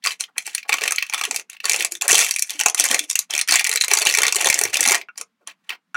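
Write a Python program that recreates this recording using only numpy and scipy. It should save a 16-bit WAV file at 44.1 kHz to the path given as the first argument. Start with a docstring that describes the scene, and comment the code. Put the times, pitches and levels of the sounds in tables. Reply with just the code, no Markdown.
"""Sharp foil snaps and fine crackle, soft low thumps and, at the end, a few taps on a small hollow toy.
Hands crumple and tear a foil pouch over a table in a small furnished room, a metre or two from a camera.
Each crease rings a stiff panel and an air pocket and spits treble; the bending bag thumps as decaying sines.
The toy is a set of ringing modes. A short noise tail is the room; a suppressor cuts it short.
Under it all lies a very quiet wavering floor of hiss with a low hum."""
import sys
import numpy as np
from scipy import signal
from scipy.fft import rfft, irfft
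from scipy.io import wavfile
from scipy.ndimage import uniform_filter1d

SR = 44100
rng = np.random.default_rng(int(sys.argv[2]) if len(sys.argv) > 2 else 0)


def materialize(psi):
    """Save the field psi as 16-bit PCM at rate SR to the path in sys.argv[1].

    A 1-D psi becomes a single channel; in a 2-D psi each row is a channel.
    """
    bounded = np.clip(np.atleast_2d(psi).T, -1, 1)
    quanta = np.round(bounded * 32767).astype(np.int16)
    wavfile.write(sys.argv[1], SR, quanta)


def how_loud(loudness_db):
    """Turn decibels into a plain amplitude multiplier (0 dB gives 1, 20 dB gives 10)."""
    steps = np.asarray(loudness_db, float) / 20
    return 10 ** steps


N = 262924

# Creases snapping through, levels before the mix of their parts: [t/s, panel level/dB, panel f/Hz,
# air pocket level/dB re panel, sharp edge level/dB re panel]
CREASE_SNAPS = [(0.0406, -20.5, 4350, -23.5, -4), (0.052, -11.5, 2230, -20, -7.5),
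                (0.0616, -15, 2230, 1, 6), (0.072, -5.5, 4760, -14, -10.5), (0.1075, -18, 3000, -28, -19),
                (0.1198, -22, 4030, -20, -4), (0.208, -17.5, 4160, -11.5, 3.5),
                (0.239, -21, 3140, -29, -10), (0.3814, -10, 2300, -23.5, -0.5),
                (0.4666, -31, 2190, -12.5, 14), (0.4763, -18.5, 2300, -12.5, -4),
                (0.5497, -13, 4340, -29.5, 6.5), (0.581, -16, 2450, -36, -8.5),
                (0.63, -28, 2360, -31, -20.5), (0.694, -8, 2230, -6.5, -7),
                (0.7233, -11.5, 2370, -12, -21.5), (0.729, -5.5, 2390, -12, -7.5),
                (0.7405, -9, 2220, -4.5, -3), (0.785, -17, 2780, -5, -15), (0.8108, -19, 2220, -19, -3.5),
                (0.8184, -13.5, 2380, -12, -15), (0.8378, -11, 1890, -8.5, -1),
                (0.8551, -19.5, 1820, -4.5, -10), (0.8785, -6, 2470, -18, -3.5), (0.909, -20, 2350, -1, 7),
                (0.922, -14, 2410, -2.5, 4.5), (0.9608, -28, 4350, -28, 13),
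                (0.9835, -7.5, 2270, -35, -19.5), (1.0254, -10, 2570, -17.5, -11),
                (1.0662, -29.5, 2620, -31, -2.5), (1.0979, -23, 2500, -11, 0),
                (1.1267, -20.5, 2370, -5.5, -28), (1.1371, -8.5, 2330, -10, -8.5),
                (1.145, -12, 3430, -2.5, -1), (1.192, -27.5, 2330, -10, 4.5),
                (1.2127, -13, 2300, -3.5, -2.5), (1.238, -13, 3360, -15, -4), (1.2524, -15, 2800, -13, 0.5),
                (1.311, -15, 2430, -6, 2), (1.3448, -21.5, 2360, -32, -2), (1.3619, -13.5, 4870, -21, 2.5),
                (1.3725, -26, 2510, -30, 4), (1.397, -24, 2580, -17, -2), (1.4995, -31.5, 2740, -35, 7.5),
                (1.5313, -31.5, 2240, -20, -3), (1.5483, -34.5, 2170, -12, -16),
                (1.5677, -33, 2740, -30, -27), (1.603, -23, 2730, -25, -22), (1.6435, -19, 4610, -2.5, -18),
                (1.6551, -13.5, 4410, -12, 4), (1.6963, -8.5, 2380, -18, 7.5),
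                (1.7139, -13.5, 2380, -21, -7.5), (1.7194, -20.5, 2300, -23, 8.5),
                (1.7333, -13.5, 2300, -18, 6), (1.7437, -10.5, 2580, -9.5, -5.5),
                (1.762, -20.5, 2800, -30, 10.5), (1.7985, -25.5, 2220, -8, 9.5),
                (1.8074, -7, 2180, -27.5, -10.5), (1.824, -15, 2460, -30, 2), (1.8484, -10.5, 2280, -16, 5),
                (1.9213, -24.5, 2300, -10.5, 12.5), (1.9527, -23.5, 3610, -19.5, -1),
                (2.0129, -16.5, 3410, -28, -0.5), (2.021, -17, 2625, -10.5, 7.5),
                (2.0806, -13.5, 2130, -17.5, 10), (2.0992, -8.5, 1850, -8.5, 1),
                (2.1065, -12.5, 2670, -7, 5), (2.1115, -8.5, 2760, -7, 5),
                (2.118, -10.5, 2820, -10.5, 10.5), (2.1299, -8.5, 3280, -2.5, 6.5),
                (2.145, -10.5, 4890, -4.5, 6), (2.1537, -5.5, 3210, -21, 5), (2.1811, -15, 2095, -13.5, 9),
                (2.1912, -6, 2110, -13.5, 5.5), (2.202, -15.5, 2450, -24.5, 3.5),
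                (2.223, -15.5, 2690, -10, 1.5), (2.2295, -13, 2190, -13, -3.5),
                (2.2464, -18.5, 2400, -6, 9), (2.2649, -16.5, 2240, -21.5, -1.5),
                (2.292, -23.5, 3210, -8.5, 2.5), (2.3103, -11.5, 4590, -25, 5),
                (2.3398, -24, 2780, -13.5, 5.5), (2.3623, -13, 2420, -45, 3.5),
                (2.3864, -22.5, 2300, -31, 2.5), (2.394, -19.5, 4610, -30, 9),
                (2.4233, -15.5, 2330, -37, 11), (2.4963, -18.5, 3490, -40.5, -3.5),
                (2.5056, -23, 3210, -31, 8.5), (2.5936, -15.5, 3060, -23.5, -1.5),
                (2.6006, -17, 2440, -3.5, 5.5), (2.611, -8.5, 2890, -12, -1), (2.6356, -20.5, 1940, -10, 2),
                (2.6609, -4, 2580, -3, 4.5), (2.6843, -15, 2690, -9, 6.5), (2.6988, -21, 3290, -13.5, 8),
                (2.7467, -18.5, 2164, -3, 11.5), (2.792, -15.5, 2480, -23, 2.5),
                (2.7981, -10.5, 3380, -11.5, 11), (2.8076, -14, 4740, -13.5, 5),
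                (2.8409, -15, 2020, -11, 10), (2.8546, -15, 2050, -21, 5.5), (2.8617, -17, 2110, -5, 2),
                (2.8878, -19.5, 3150, -14, 3), (2.9132, -11.5, 3140, -12.5, 4.5),
                (2.9451, -5.5, 2130, -14.5, 0.5), (2.9928, -8.5, 3360, -32.5, 1),
                (3.1003, -22, 3540, -29.5, 12), (3.1115, -18, 3730, -18.5, 9), (3.13, -28, 4750, -21, 7),
                (3.156, -8, 2790, -27.5, 3.5), (3.191, -19, 3980, -18, 17.5), (3.308, -19.5, 3270, -12, 6),
                (3.3288, -21, 3130, -18, -11.5), (3.3376, -11.5, 3400, -22, -5),
                (3.3515, -12.5, 2470, -27, -2.5), (3.3643, -17.5, 2490, -19.5, -2),
                (3.3791, -13, 2155, -25.5, 2), (3.3915, -11, 2480, -24.5, -1), (3.3974, -14, 2850, -28, -5),
                (3.4133, -11, 4190, -27, 3.5), (3.4768, -25.5, 3190, -9.5, 8),
                (3.4926, -8.5, 4800, -13, -3.5), (3.5102, -13.5, 4650, -11, 8),
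                (3.5232, -7.5, 4290, -7.5, 7), (3.54, -8.5, 4670, -5, 1.5), (3.5485, -7, 2230, -23, -11.5),
                (3.5576, -5, 2066, -16, 1), (3.5642, -10, 2240, -21, -11.5), (3.595, -7.5, 2410, -29, -4),
                (3.6104, -13.5, 2260, -12, -2.5), (3.6441, -16, 2280, -19.5, 9.5),
                (3.65, -10.5, 2230, -31, -11.5), (3.6662, -11.5, 2080, -17, -5),
                (3.6712, -13, 2134, -19, 5.5), (3.6941, -13.5, 2270, -13, 6),
                (3.7149, -14, 4090, -17.5, 0.5), (3.7281, -13.5, 2130, -14, 1.5),
                (3.7377, -17.5, 2080, -11, 4), (3.752, -24, 4720, -14, 4), (3.759, -9.5, 2080, -18.5, 2),
                (3.7739, -11, 4050, -26, -2), (3.8116, -5.5, 4100, -35.5, 1), (3.8222, -22, 3900, -18, 9.5),
                (3.8387, -9.5, 3990, -10, -12), (3.8458, -17, 2100, -18.5, 6.5),
                (3.8593, -41.5, 4890, -21, 9), (3.882, -14.5, 2240, -16, 2),
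                (3.9145, -5.5, 2240, -11.5, -2.5), (3.9237, -22, 2010, -7.5, -9),
                (3.9363, -4, 2200, -9.5, 4.5), (3.952, -16.5, 2150, -29, 5.5), (3.9731, -8, 4630, -10.5, 2),
                (3.987, -25, 3600, -15, 16.5), (3.9974, -32, 2166, -9, 18), (4.0187, -12, 4670, -21.5, 3),
                (4.026, -13.5, 4360, -12, -2), (4.0528, -21, 2110, 0, 11), (4.0632, -13, 2530, -3.5, -1),
                (4.07, -2.5, 2805, -23, -1), (4.0911, -9, 2890, -15.5, -1.5), (4.0986, -11.5, 4440, -21, 1),
                (4.1107, -12.5, 2140, -28.5, -1.5), (4.1252, -19, 2140, -18, 5), (4.14, -11, 2050, -23, 1),
                (4.1498, -6, 2260, -19, 2), (4.1734, -10, 2200, -14.5, 1.5), (4.1867, -4.5, 2170, -9, 2.5),
                (4.2056, -19.5, 2220, -0.5, -1), (4.2193, -10, 3000, -3.5, 3), (4.2334, -3.5, 2155, -13, 0),
                (4.2529, -9, 1970, -6, -15.5), (4.267, -8.5, 2220, -19, 1), (4.2814, -9, 3620, -12.5, 1),
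                (4.3247, -12.5, 2620, -9, 8), (4.3473, -17.5, 4720, -7, 3.5),
                (4.3585, -14.5, 4250, -16.5, 7), (4.365, -13.5, 2870, -24, 6),
                (4.3955, -22, 2360, -15.5, 0), (4.4112, -25.5, 2090, -6, 13.5), (4.423, -15.5, 2150, -6, 0),
                (4.4456, -11, 1870, -11.5, 2), (4.4581, -10, 3530, -3, 2), (4.4716, -10.5, 3520, -2, 4.5),
                (4.4878, -14.5, 4420, -23.5, 4), (4.5008, -3.5, 2234, -20, 4.5),
                (4.5278, -10.5, 2130, -15, -4.5), (4.5429, -12.5, 2170, -20, 9),
                (4.5903, -13, 1980, -16, 11), (4.6135, -14, 2260, -3.5, 8.5),
                (4.637, -15.5, 2156, -8.5, 14), (4.653, -11.5, 2200, -7, -3.5),
                (4.7429, -8, 2800, -26.5, 1), (4.7559, -12.5, 2485, -27, -8.5),
                (4.7705, -10.5, 3620, -14.5, 4.5), (4.8074, -15, 2240, -15, 14),
                (4.8298, -10.5, 2160, -25, 3), (4.839, -16, 3690, -22.5, 5.5),
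                (4.8536, -7, 2136, -23.5, -6), (4.8615, -12.5, 2200, -5.5, 3.5),
                (4.876, -11.5, 4150, -2.5, 7), (4.8869, -12.5, 2350, -6, 7),
                (4.8964, -5.5, 2150, -11, -2.5), (4.9092, -7, 2210, -9, 2.5), (4.9197, -5.5, 2210, -5, 2.5),
                (4.9264, -15, 2113, -12, 4), (4.9384, -10.5, 2170, -14, -22), (4.9461, -8, 1870, -6, -0.5),
                (4.9529, -8, 2100, -11.5, -1), (5.0142, -22, 2230, -27, -19), (5.1582, -42, 4820, -7, -24),
                (5.1774, -33, 4500, -10, 10.5), (5.2129, -28.5, 2500, -0.5, 10.5),
                (5.4742, -28, 3250, -5, 5), (5.6937, -14, 2980, -23.5, -15.5),
                (5.7045, -17.5, 2570, -9, -22)]
# Squeezes of the hand that keep crackle going: [t/s, length/s, level/dB before the mix,
# air pocket level/dB re level, air pocket f/Hz, sharp edge level/dB re level]
HAND_SQUEEZES = [(0.026, .01, -37, -23, 1400, -21), (0.039, 0.087, -26, -21, 1010, -3),
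                 (0.199, 0.02, -26, -17, 1010, 2), (.284, 0.012, -61, 15, 970, -20),
                 (0.364, .015, -49, 14, 1460, -30), (.375, 0.056, -46, -25, 974, 6),
                 (0.451, 0.15, -33, -24.5, 1000, -5), (0.646, 0.019, -47, 9, 1180, -35),
                 (0.683, 0.021, -26, -17, 1180, -3), (0.722, 0.015, -19.5, -10.5, 1195, -11),
                 (0.753, 0.043, -30, -20, 1110, -4), (0.813, 0.054, -24, -7, 650, -6.5),
                 (0.858, 0.23, -31.5, -24, 1260, -11), (1.121, 0.14, -23, -11.5, 1090, -8),
                 (1.253, 0.15, -32.5, -6, 730, 1), (1.498, 0.053, -39, -16, 1150, -12),
                 (1.642, 0.2, -22.5, -11.5, 737, -4), (1.807, 0.055, -29, -44.5, 800, 1.5),
                 (1.913, 0.055, -41, -9.5, 484, 8.5), (2.023, 0.029, -25.5, -0.5, 930, -3),
                 (2.089, 0.14, -12, -13, 775, -0.5), (2.213, 0.072, -16.5, -16.5, 970, 2),
                 (2.308, 0.17, -38, -17, 1110, 5.5), (2.492, 0.11, -31, -15, 785, -3.5),
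                 (2.587, 0.032, -26, -13.5, 930, -6.5), (2.647, 0.047, -32.5, -8, 915, -6),
                 (2.776, 0.098, -18.5, -16.5, 820, -3), (2.90, 0.049, -17.5, -7.5, 563, 0),
                 (2.979, 0.055, -25.5, -16, 446, -1.5), (3.081, 0.018, -40.5, -13, 910, 5),
                 (3.163, 0.067, -38.5, -11, 1310, 0.5), (3.302, 0.11, -28, -5.5, 940, -8),
                 (3.487, 0.12, -13, -25.5, 1110, -8), (3.657, 0.087, -28.5, -7, 966, -54),
                 (3.807, 0.013, -24.5, -22.5, 1170, 4.5), (3.894, 0.12, -17.5, -10.5, 840, -4),
                 (4.025, 0.29, -17, -13, 900, -8), (4.361, 0.33, -18.5, -8.5, 740, -4),
                 (4.732, 0.064, -18.5, -15, 665, -8), (4.796, 0.19, -18.5, -10, 945, -7),
                 (4.997, .02, -41.5, -5, 800, -20), (5.179, 0.02, -34, -7, 735, 2),
                 (5.411, 0.018, -65, 15, 538, -15), (5.473, 0.023, -30, -7, 1400, -14),
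                 (5.64, .04, -52, -3, 1296, -12), (5.697, 0.033, -27.5, -5, 1400, -32),
                 (5.717, 0.019, -36.5, 1, 1440, -25)]
# The whole pouch bends and pumps air: [t/s, envelope peak level/dB, f/Hz]
POUCH_FLEXES = [(0.066, -42.5, 456), (0.689, -42, 433), (0.815, -34.5, 434), (1.274, -36.5, 415),
                (1.29, -41.5, 270), (1.647, -41, 424), (1.698, -39, 430), (1.917, -43, 350),
                (2.04, -43.5, 423), (2.1, -38.5, 415), (2.548, -45, 296), (2.656, -35.5, 436),
                (2.791, -39.5, 297), (2.903, -30, 249), (3.004, -38, 300), (3.493, -37.5, 300),
                (3.693, -38.5, 436), (3.749, -39, 456), (3.915, -26.5, 409), (4.016, -33, 436),
                (4.064, -33.5, 398), (4.177, -28, 431), (4.269, -34, 445), (4.358, -28.5, 405),
                (4.454, -25.5, 397), (4.609, -28, 420), (4.648, -42.5, 112), (4.79, -38, 292),
                (4.869, -30.5, 250), (4.908, -25.5, 404), (5.207, -47.5, 458)]
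# Taps on the toy, before the mix: [t/s, level/dB, edge level/dB re level, lift of upper rings/dB per octave]
TOY_TAPS = [(5.0863, -26, -50, 9), (5.9454, -14, -26, -4), (5.9524, -13.5, -30, 0.5)]
# Ringing modes of the toy's shell: [f/Hz, relative level/dB, t60/s]
TOY_MODES = [(400, -20.5, 0.044), (1090, -15.5, 0.08), (1320, -1, 0.062), (1440, 3, 0.067), (1560, -4, .05),
             (2280, -10, 0.043), (2480, -11, .04), (2700, -11, 0.063), (3440, -14, .04), (5700, -13, 0.038)]
# Spectral shapes of the noise in a snap, only relative levels count: [f/Hz, level/dB]
POCKET_COLOUR = [(30, -52.5), (120, -50), (250, -7), (420, -3), (630, -5), (1000, 8), (1400, 5),
                 (2500, -24.5)]
PANEL_COLOUR = [(700, -40), (1400, -16), (2150, 1), (2800, -4.5), (3700, -8), (4800, -6.5), (7000, -22.5)]
EDGE_COLOUR = [(2500, -45), (4500, -9.5), (6200, 2.5), (7800, -4), (9300, -2.5), (11500, -8),
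               (15500, -47.5)]
FIZZ_COLOUR = [(6000, -27.5), (10000, -5), (13000, 7.5), (16000, -12)]
# Decay of the room in four bands, low to high: [nominal f/Hz, t60/s]
ROOM_DECAY = [(300, 0.22), (1500, 0.12), (5000, 0.1), (14000, 0.06)]
# Spectral shape of hiss and hum, only relative levels count: [f/Hz, level/dB]
FLOOR_COLOUR = [(35, -67.5), (60, -37.5), (142, -25), (180, -8.5), (238, -12.5), (417, -31.5), (882, -26.5),
                (1010, -21.5), (2250, -27), (16000, -47)]

# Crackle rises as the hand closes, sags while it holds, dies as it opens
GRIP_DB_PER_S, SAG_DB_PER_S, LET_GO_DB_PER_S = 2501.5, 23.5, 708
AGE_S = np.arange(-130, 400) / SR  # time around the peak of a snap


def snaps():
    """Loud single creases; the grip of the moment sets the size of the air pocket behind them."""
    s, db, panel_hz, pocket_db, edge_db = np.transpose(CREASE_SNAPS)
    _, _, squeeze_hz, _ = grip(s)
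    stray = rng.standard_normal(len(s)).clip(-2, 2)
    pocket_hz = squeeze_hz * np.exp(0.29 * stray)  # each pocket strays from that of its squeeze
    return foil(s, db, panel_hz, pocket_db, pocket_hz, edge_db)


def crackle():
    """Many small creases at random moments, flickering in level and pitch; a few are larger and most tiny."""
    count, flicker_s = 5000, 0.012
    scatter_db, colour_db, flicker_db = 2.0, 5.0, 3.5
    s = rng.uniform(0, N / SR, count)
    db, pocket_db, pocket_hz, edge_db = grip(s)
    # crackle flickers: creases within the same 12 ms share a random level and pitch
    slot = (s / flicker_s).astype(int) % 2000
    shared = rng.standard_normal((3, 2000)).clip(-2, 2)[:, slot]
    pitch, tint = rng.standard_normal((2, 2, count)).clip(-2, 2)
    size = rng.exponential(size=count).clip(0, 3)
    db = db + flicker_db * shared[0] + scatter_db * size - 12
    panel_hz = 2500 * np.exp(0.15 * pitch[0] + 0.21 * shared[1])
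    pocket_hz = pocket_hz * np.exp(0.2 * pitch[1] + 0.3 * shared[2])
    pocket_db = pocket_db + colour_db * tint[0]
    edge_db = edge_db + colour_db * tint[1]
    return foil(s, db, panel_hz, pocket_db, pocket_hz, edge_db)


def grip(s):
    """Level and colour of the crackle at times s, set by whichever squeeze is strongest then."""
    start, length, db, *tint = np.transpose(HAND_SQUEEZES)
    age = s[:, None] - start
    closing = GRIP_DB_PER_S * age.clip(None, 0)
    holding = SAG_DB_PER_S * age.clip(0, length)
    opening = LET_GO_DB_PER_S * (age - length).clip(0)
    now_db = db + closing - holding - opening
    return (now_db.max(axis=1), *np.array(tint)[:, now_db.argmax(axis=1)])


def foil(s, db, panel_hz, pocket_db, pocket_hz, edge_db):
    """Each snap rings the panel beside the crease and the air pocket behind it, and spits treble."""
    count = len(s)
    s = np.maximum(s + AGE_S[0], 0)
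    panel, pocket, edge = (how_loud(db + re)[:, None] for re in (0, pocket_db, edge_db))
    # the highest treble varies at random from snap to snap
    fizz = edge * how_loud(1.8 * rng.standard_normal((count, 1)).clip(-2, 2))
    # the fold itself rings high
    edge_hz = 7000 * np.exp(0.23 * rng.standard_normal(count).clip(-1.5, 2))
    # a stiff patch rings for a few cycles only
    tones = how_loud(1) * panel * rings(panel_hz, 0.00074, 0.001)
    tones = tones + how_loud(-2) * pocket * rings(pocket_hz, 0.0011, 0.0022)
    tones = tones + how_loud(-13.5) * edge * rings(edge_hz, 0.00049, 0.00048)
    panel_noise = place(s, panel * bursts(count, 0.00042, 0.0032))
    pocket_noise = place(s, pocket * bursts(count, 0.00053, 0.0046))
    edge_noise = place(s, edge * bursts(count, 0.00043, 0.00072))
    fizz_noise = place(s, fizz * bursts(count, 0.00011, 0.000082))
    return (place(s, tones)
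            + how_loud(-6.5) * colour(panel_noise, PANEL_COLOUR)
            + how_loud(-8.5) * colour(pocket_noise, POCKET_COLOUR)
            + how_loud(1) * colour(edge_noise, EDGE_COLOUR)
            + how_loud(-7.0) * colour(fizz_noise, FIZZ_COLOUR))


def swell(rise_s, fall_s):
    """Envelope of a snap: a very short exponential rise to the peak, then an exponential fall."""
    return np.exp(np.minimum(AGE_S / rise_s, -AGE_S / fall_s))


def rings(hz, rise_s, fall_s):
    """Brief rings, each begun at its own point of the swing."""
    start = rng.uniform(0, 2 * np.pi, (len(hz), 1))
    return np.sin(2 * np.pi * hz[:, None] * AGE_S + start) * swell(rise_s, fall_s)


def bursts(count, rise_s, fall_s):
    """Short ragged noise bursts, all of one energy."""
    shape = swell(rise_s, fall_s)
    noise = rng.standard_normal((count, len(AGE_S))) * shape
    return noise * np.sqrt(np.sum(shape ** 2) / np.sum(noise ** 2, axis=1, keepdims=True))


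def place(times, shapes):
    """Adds each row of shapes into one track at its time."""
    index = (np.asarray(times) * SR).astype(int)[:, None] + np.arange(shapes.shape[1])
    return np.bincount(index.ravel(), shapes.ravel(), N + shapes.shape[1])[:N]


def colour(x, points):
    """Shapes a track by (f/Hz, level/dB) points with a causal minimum-phase response of unit energy."""
    hz, db = np.transpose(points)
    grid = np.maximum(np.fft.rfftfreq(4096, 1 / SR), 1)
    cepstrum = irfft(np.log(how_loud(np.interp(np.log(grid), np.log(hz), db))))
    # folding the cepstrum puts the energy as early as it can be
    cepstrum[1:2048] *= 2
    cepstrum[2049:] = 0
    response = irfft(np.exp(rfft(cepstrum)))[:2048]
    return signal.fftconvolve(x, response / np.sqrt(np.sum(response ** 2)))[:N]


def flexes():
    """Soft low thumps as the pouch wall gives as a whole: sines that rise and fall quickly."""
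    s, db, hz = np.transpose(POUCH_FLEXES)
    t = np.arange(SR // 10) / SR
    rise_s, fall_s = 0.004, 0.009
    shape = (1 - np.exp(-t / rise_s)) ** 2 * np.exp(-t / fall_s)
    start = rng.uniform(0, 2 * np.pi, (len(s), 1))
    swings = np.sin(2 * np.pi * hz[:, None] * t + start)
    return place(s, how_loud(db)[:, None] * swings * shape / shape.max())


def toy():
    """Each tap rings the same hollow shell, brighter or duller by where it lands, plus a rattling tick."""
    s, db, edge_db, lift_db = np.transpose(TOY_TAPS)
    hz, mode_db, t60 = np.transpose(TOY_MODES)
    t = np.arange(4000) / SR
    modes = np.sin(2 * np.pi * hz[:, None] * t) * 1000. ** (-t / t60[:, None])
    modes = modes * (1 - np.exp(-t / 0.00054))  # a fingertip pushes softly
    octaves = np.log2(hz / hz[mode_db.argmax()]).clip(0, 1)  # above the strongest mode, one at most
    # only a sharp tap wakes the top rings
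    mode_db = mode_db + np.outer(edge_db - edge_db.max(), hz > 3000)
    stray_db = 0.72 * rng.standard_normal((len(s), len(hz)))
    strength = how_loud(db[:, None] + mode_db + lift_db[:, None] * octaves + stray_db)
    tick = place(s + AGE_S[0], bursts(len(s), 0.00051, 0.0018) * how_loud(db + edge_db)[:, None])
    shell = how_loud(-8) * place(s, strength @ modes)
    return shell + colour(tick, EDGE_COLOUR) + how_loud(6) * colour(tick, PANEL_COLOUR)


def room(x):
    """Dense echoes, as bands of decaying noise, that die away quickly, the treble first."""
    t = np.arange(SR // 4) / SR
    edges_hz = [60, 700, 3000, 8000, 19000]
    tail = 0
    for k, (_, t60) in enumerate(ROOM_DECAY):
        band = signal.butter(2, edges_hz[k:k + 2], "bandpass", fs=SR, output="sos")
        noise = signal.sosfilt(band, rng.standard_normal(len(t)))
        tail = tail + noise * np.exp(-np.log(1000) * t / t60)
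    tail = tail * (1 - np.exp(-(t / 0.00054) ** 2))
    # the table and shelves close by answer first and louder
    tail = tail * (1 + 2.7 * np.exp(-t / 0.0019))
    return how_loud(-32) * signal.fftconvolve(x, tail)[:N]


def floor():
    """Quiet hiss and hum, shaped from noise, that waver a little in level."""
    hiss = colour(rng.standard_normal(N), FLOOR_COLOUR)
    steps = np.repeat(rng.standard_normal(N // 2000 + 1), 2000)
    waver = uniform_filter1d(steps, 2000)[:N]
    return how_loud(-75.5 + 1.9 * waver) * hiss


def suppress(x):
    """Noise suppressor: whatever sinks under the knee is pushed further down, so tails stop early."""
    knee_db, slope, window_s = -43.5, 0.36, 0.0067
    power = uniform_filter1d(x ** 2, int(window_s * SR))
    level_db = 10 * np.log10(power.clip(1e-12))
    return x * how_loud(slope * (level_db - knee_db).clip(-30, 0))


def scene():
    """Foil and toy over the table, direct and through the room."""
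    near = snaps() + crackle() + toy()
    # small things radiate little bass
    near = signal.sosfilt(signal.butter(2, 220, "highpass", fs=SR, output="sos"), near)
    near = near + flexes()
    return (near + room(near))[None]


def top_cut(x):
    """Nothing passes above the cut-off."""
    return signal.sosfilt(signal.butter(12, 16790, fs=SR, output="sos"), x)


def record(dry):
    """The camera rounds the loudest peaks, shortens tails, adds its own floor and trims bass and treble."""
    rounded = 0.92 * np.tanh(dry / 0.92)
    heard = suppress(rounded) + floor()
    heard = signal.sosfilt(signal.butter(2, 70, "highpass", fs=SR, output="sos"), heard)
    trimmed = signal.sosfilt(signal.ellip(8, 0.2, 70, 15900, fs=SR, output="sos"), heard)  # steep low-pass
    return top_cut(trimmed)


dry = scene()
out = record(dry)
materialize(out)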